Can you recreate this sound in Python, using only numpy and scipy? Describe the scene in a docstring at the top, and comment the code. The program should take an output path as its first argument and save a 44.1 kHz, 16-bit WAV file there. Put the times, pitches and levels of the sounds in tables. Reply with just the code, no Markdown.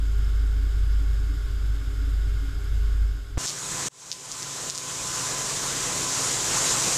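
"""A diesel drones through its mount and the body rings: the microphone is on the cab roof of a street washer
truck spraying a wet yard. With a low pop we move to the road ahead of it, where the jets of the spray bar
hiss on the asphalt and grow louder, over the engine and the whine of the pump. A few sharp ticks, probably
drops right at the microphone, make the gain control duck; the road sound drops once and creeps back."""
import sys
import numpy as np
from scipy import signal
from scipy.fft import rfft, irfft, next_fast_len
from scipy.io import wavfile
from scipy.ndimage import uniform_filter1d, minimum_filter1d, map_coordinates

SR = 44100
rng = np.random.default_rng(int(sys.argv[2]) if len(sys.argv) > 2 else 0)


def unload_audio(sound):
    """Save the sound as a 16-bit wav file, at the path given as the first command line argument."""
    columns = np.transpose(np.atleast_2d(sound))
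    # keep every value between -1 and 1, then stretch to whole-number steps
    steps = np.round(np.clip(columns, -1, 1) * 32767)
    wavfile.write(sys.argv[1], SR, steps.astype(np.int16))


N = 307377
TIME = np.arange(N) / SR
MOVE_S = 3.379  # from the roof to the road

# Chassis rumble under the microphone: frequency_hz, density_db
RUMBLE_SPECTRUM = [(10, -4.5), (35, 5), (50, 3.5), (68, 0), (95, 0), (115, -2), (133, -13.5), (152, -18.5),
                   (170, -21.5), (235, -27), (370, -23.5), (440, -24), (500, -47), (800, -56)]
# Resonance of the roof panel: frequency_hz, density_db
BOOM_SPECTRUM = [(235, -35), (260, -6.5), (276, 5.5), (294, -2.5), (320, -13), (360, -38), (1000, -50),
                 (3000, -100)]
# Swells of that panel: centre_s, rise_db
BOOM_SWELLS = [(1.27, 7.5), (1.84, 7), (2.01, 7.5), (2.48, 9.5)]
# Ringing panels and fittings: pitch_hz, width_hz, level_db
FITTING_MODES = [(1094, 37, -4.5), (1212, 59, -7), (1443, 108, 1), (1623, 103, -5.5), (2150, 71, -7),
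                 (5190, 200, -11)]
# Pump and spray noise from the roof: frequency_hz, density_db
ROOF_HISS_SPECTRUM = [(200, -4), (480, -0.5), (560, 4), (640, -1.5), (800, 2), (930, -5.5), (1900, -1.5),
                      (2550, -3), (3100, 1), (3700, 1), (4200, -5.5), (4800, 0), (5700, -10), (6700, -3.5),
                      (8000, -5), (9000, -14.5), (12000, -9.5), (13500, -15), (15500, -36)]
# Course of the engine drone on the roof: time_s, gain_db
DRONE_GAIN = [(0.0, -25), (0.02, -22), (1.21, -21.5), (1.3, -26.5), (1.75, -24), (1.82, -29), (2.18, -21),
              (2.65, -30.5), (2.72, -22.5), (3.05, -20), (3.31, -37.5), (3.37, -27)]
# Tones of that drone: pitch_hz, level_db
DRONE_TONES = [(12.6, -12), (25.3, -18), (50.6, 0), (62, -33), (80.4, -16.5)]
# Engine from the road, relative to the wash: pitch_hz, level_db
ENGINE_TONES = [(69.1, -41), (115.2, -17.5), (138.3, -14), (172.9, -19.5), (267, -20.5), (276, -23),
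                (333, -22), (397, -21.5), (656, -24), (1384, -45)]
# Pump whine, relative to the wash: harmonic_number, level_db
PUMP_HARMONICS = [(1, -21), (2, -13), (3, -23.5), (4, -22), (5, -22.5), (6, -29), (8, -26)]
# Water washing over the road: frequency_hz, density_db
WASH_SPECTRUM = [(20, -23), (35, 3.5), (90, -0.5), (150, 4.5), (230, -1.5), (280, -3), (310, -1), (410, 3),
                 (700, 0), (1080, 3.5), (1900, -1.5), (2700, -4), (4000, -2), (8000, -27)]
# Jets striking asphalt: frequency_hz, density_db
JET_SPECTRUM = [(1500, -22), (3000, -12.5), (4400, -8.5), (5800, -2.5), (7100, 1), (8300, -4.5),
                (9200, -11.5), (9800, -11), (10500, -19), (11200, -15), (11900, -24.5), (12700, -21),
                (13400, -24), (14200, -28), (15500, -34)]
# Surges of the spray: centre_s, rise_db, half_length_s
SPRAY_SURGES = [(6.246, 1.5, 0.055), (6.653, 4.5, 0.093), (6.893, 2, 0.083)]
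# Close ticks, each rebound relative to its first hit: time_s, level_db, rebound_db, pitch_hz
DROP_TICKS = [(3.4623, -4, -5, 6430), (3.4724, -7, 2, 5500), (3.4852, -7, -1, 5700), (3.4965, -7, -8, 5800),
              (4.1164, -6.5, -9, 5200), (4.128, -12, -17, 5600), (4.3168, -14, -1, 6300),
              (4.4236, -16.5, 1.5, 6000), (4.6998, -2.5, -4, 5900), (4.75, -12.5, 1.5, 6000),
              (4.778, -7.5, -4, 6400)]


def amp(db):
    return 10 ** (np.asarray(db) / 20)


def unit(x):
    return x / np.sqrt(np.mean(x ** 2) + 1e-20)


def wobble(rate):
    """A smooth random curve, rate knots a second."""
    return map_coordinates(rng.standard_normal(int(N * rate / SR) + 4), [TIME * rate])


def swell(centre_s, half_length_s):
    """A smooth bump of height 1."""
    return np.exp(-.5 * ((TIME - centre_s) / half_length_s) ** 2)


def filtered(x, response):
    """x times a complex response of frequency."""
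    size = next_fast_len(N + SR // 2)
    return irfft(rfft(x, size) * response(np.fft.rfftfreq(size, 1 / SR)), size)[:N]


def coloured(x, spectrum):
    """x shaped by (Hz, dB) points on a log axis, at rms 1."""
    points_hz, db = np.transpose(spectrum)
    return unit(filtered(x, lambda hz: amp(np.interp(np.log(hz + 1), np.log(points_hz + 1), db))))


def turbulence(patchy_db):
    """White noise with patches of random gain in time and frequency."""
    bins = signal.stft(rng.standard_normal(N), nperseg=512)[2]
    patches = uniform_filter1d(rng.standard_normal(bins.shape), size=8, axis=0)
    patches = uniform_filter1d(patches, size=10, axis=1)
    return unit(signal.istft(bins * amp(patchy_db * unit(patches)), nperseg=512)[1][:N])


def tones(lines, drift, flutter_db, flutter_rate):
    """Tones of one machine: they share its speed drift, and each swells on its own."""
    clock = np.cumsum(1 + drift * wobble(4)) / SR
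    return np.sqrt(2) * sum(amp(db + flutter_db * wobble(flutter_rate))
                            * np.sin(2 * np.pi * (hz * clock + rng.random())) for hz, db in lines)


def chassis_rumble():
    """Low shaking that comes up through the mount."""
    return amp(-33.5 + 0.8 * wobble(12)) * coloured(rng.standard_normal(N), RUMBLE_SPECTRUM)


def panel_boom():
    """The roof panel resonates close by and swells four times."""
    level_db = -54.5 + sum(db * swell(s, half_length_s=0.057) for s, db in BOOM_SWELLS)
    return amp(level_db) * coloured(rng.standard_normal(N), BOOM_SPECTRUM)


def hydraulic_hum(pitch_hz=406):
    """One wavering tone from the hydraulics."""
    level = amp(-56.5 + 2.3 * wobble(14))
    return level * np.sqrt(2) * np.sin(2 * np.pi * np.cumsum(pitch_hz + 3 * wobble(16)) / SR)


def fittings_rattle():
    """Each fitting is shaken on its own; squaring the resonances keeps the valleys between them dark."""
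    ringing = np.zeros(N)
    for pitch, width, db in FITTING_MODES:
        resonance = lambda hz: 2j * hz * width / (pitch ** 2 - hz ** 2 + 2j * hz * width)
        ringing += amp(db) * filtered(rng.standard_normal(N), lambda hz: resonance(hz) ** 2)
    return amp(-51 + 0.91 * wobble(25.27)) * unit(ringing)


def roof_hiss():
    """Turbulent pump and spray noise as it reaches the roof."""
    return amp(-51 + 0.4 * wobble(50)) * coloured(turbulence(patchy_db=0.63), ROOF_HISS_SPECTRUM)


def diesel_drone():
    """The engine, carried through the mount, rises and sags."""
    gain = amp(np.interp(TIME, *np.transpose(DRONE_GAIN)))
    return gain * tones(DRONE_TONES, drift=0.0024, flutter_db=0.3, flutter_rate=6.7)


def pop(length_s=0.0048):
    """A short low pop where the scene changes."""
    push = amp(-18) * ((TIME > MOVE_S - length_s) & (TIME < MOVE_S))
    return filtered(push, lambda hz: 1 / (1 + 1j * hz / 2500))


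def drop_ticks(rebound_s=0.0062, splash_t60_s=0.25, half_width_cycles=0.9):
    """Each close tick is a few cycles with a snap and a faint splash, and comes again a moment later."""
    t = np.arange(-SR // 500, SR // 8) / SR
    out = np.zeros(N)
    splash_band = signal.butter(2, [3200, 8000], "band", fs=SR, output="sos")
    for time_s, db, rebound_db, hz in DROP_TICKS:
        width_s = half_width_cycles / hz
        cycles = hz * t * (1 - 0.11 * t / width_s)  # the pitch falls through the burst
        for hit_s, hit_db in [(time_s, db), (time_s + rebound_s, db + rebound_db)]:
            noise = rng.standard_normal(len(t))
            chirp = np.cos(2 * np.pi * (cycles + rng.random()))
            burst = np.exp(-.5 * (t / width_s) ** 2) * (chirp + amp(-26) * noise)
            splash = (t > 0) * amp(-22 - 60 * t / splash_t60_s) * signal.sosfilt(splash_band, noise)
            out[round((hit_s + t[0]) * SR):][:len(t)] += amp(hit_db) * (burst + splash)
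    return out


def engine_ahead():
    """The diesel's tones from in front of the truck."""
    return amp(2.5) * tones(ENGINE_TONES, drift=0.0017, flutter_db=1.5, flutter_rate=11)


def pump_whine(pitch_hz=508.7):
    """Fluttering harmonics that follow the pump's speed."""
    lines = [(number * pitch_hz, db) for number, db in PUMP_HARMONICS]
    return amp(1.2 + 1.2 * wobble(6)) * tones(lines, drift=0.002007, flutter_db=3.5, flutter_rate=28)


def water_wash(gain_db):
    """The broad rush of water over the road."""
    return amp(gain_db) * coloured(turbulence(patchy_db=1.5), WASH_SPECTRUM)


def spatter(per_s, spread_db):
    """Impacts of single drops in a limited range of sizes."""
    hits = rng.random(N) < per_s / SR
    return unit(hits * rng.choice([-1, 1], N) * amp(spread_db * rng.random(N)))


def spray_jets(level_db):
    """Jets hiss and spatter on the asphalt, with one brief early spurt."""
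    water = turbulence(patchy_db=1.08) + 0.4 * spatter(per_s=4000, spread_db=5.5)
    spurt_db = 6 * swell(3.485, half_length_s=0.027)
    return amp(level_db + spurt_db) * coloured(water, JET_SPECTRUM)


def on_roof(fade_s=2.92, fade_db_per_s=11):
    """Microphone on the cab: all but the drone fades before the move."""
    fade = amp(-fade_db_per_s * np.maximum(TIME - fade_s, 0))
    drone = diesel_drone()
    return drone + fade * (chassis_rumble() + panel_boom() + hydraulic_hum() + fittings_rattle() + roof_hiss())


def road_level(fade_in_s=0.061, dip_s=3.885, dip_db=-48, recover_s=0.82):
    """The road sounds fade in; later they drop all at once and creep back."""
    fade_in = 1 - 0.54 * np.exp(-np.maximum(TIME - MOVE_S, 0) / fade_in_s)
    dip = (TIME > dip_s) * (1 - amp(dip_db)) * np.exp(-np.maximum(TIME - dip_s, 0) / recover_s)
    return fade_in * (1 - dip)


def on_road(jet_db_per_s=1.04, bed_db_per_s=1.09):
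    """Microphone ahead of the truck: jets grow over a bed of wash, engine and pump; the spray surges."""
    age_s = TIME - MOVE_S
    surge_db = sum(db * swell(s, half_length_s) for s, db, half_length_s in SPRAY_SURGES)
    flap_db = 0.19 * wobble(14) + 0.5 * wobble(70)  # the fans of water flap
    jets = spray_jets(-30.5 + jet_db_per_s * age_s + surge_db + flap_db)
    bed = water_wash(surge_db + 0.57 * flap_db) + engine_ahead() + pump_whine()
    return road_level() * (jets + amp(-36.5 + bed_db_per_s * age_s) * bed)


def scene():
    """Roof first, then road; both channels are alike."""
    mono = np.where(TIME < MOVE_S, on_roof(), on_road()) + drop_ticks() + pop()
    return np.array([mono, mono])


def record(dry, ceiling_db=-12, release_s=0.16, top_hz=15570):
    """Gain control ducks at once under a peak and recovers slowly; then the band limit."""
    excess_db = -minimum_filter1d(ceiling_db - 20 * np.log10(abs(dry[0]) + 1e-9), size=200)
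    log_excess = np.log(np.maximum(excess_db, 1e-6))
    decay = TIME / release_s
    duck_db = np.exp(np.maximum.accumulate(log_excess + decay) - decay)  # a decaying peak hold
    gain = amp(-uniform_filter1d(duck_db, size=100))
    return np.array([filtered(gain * channel, lambda hz: hz < top_hz) for channel in dry])


dry = scene()
out = record(dry)
unload_audio(out)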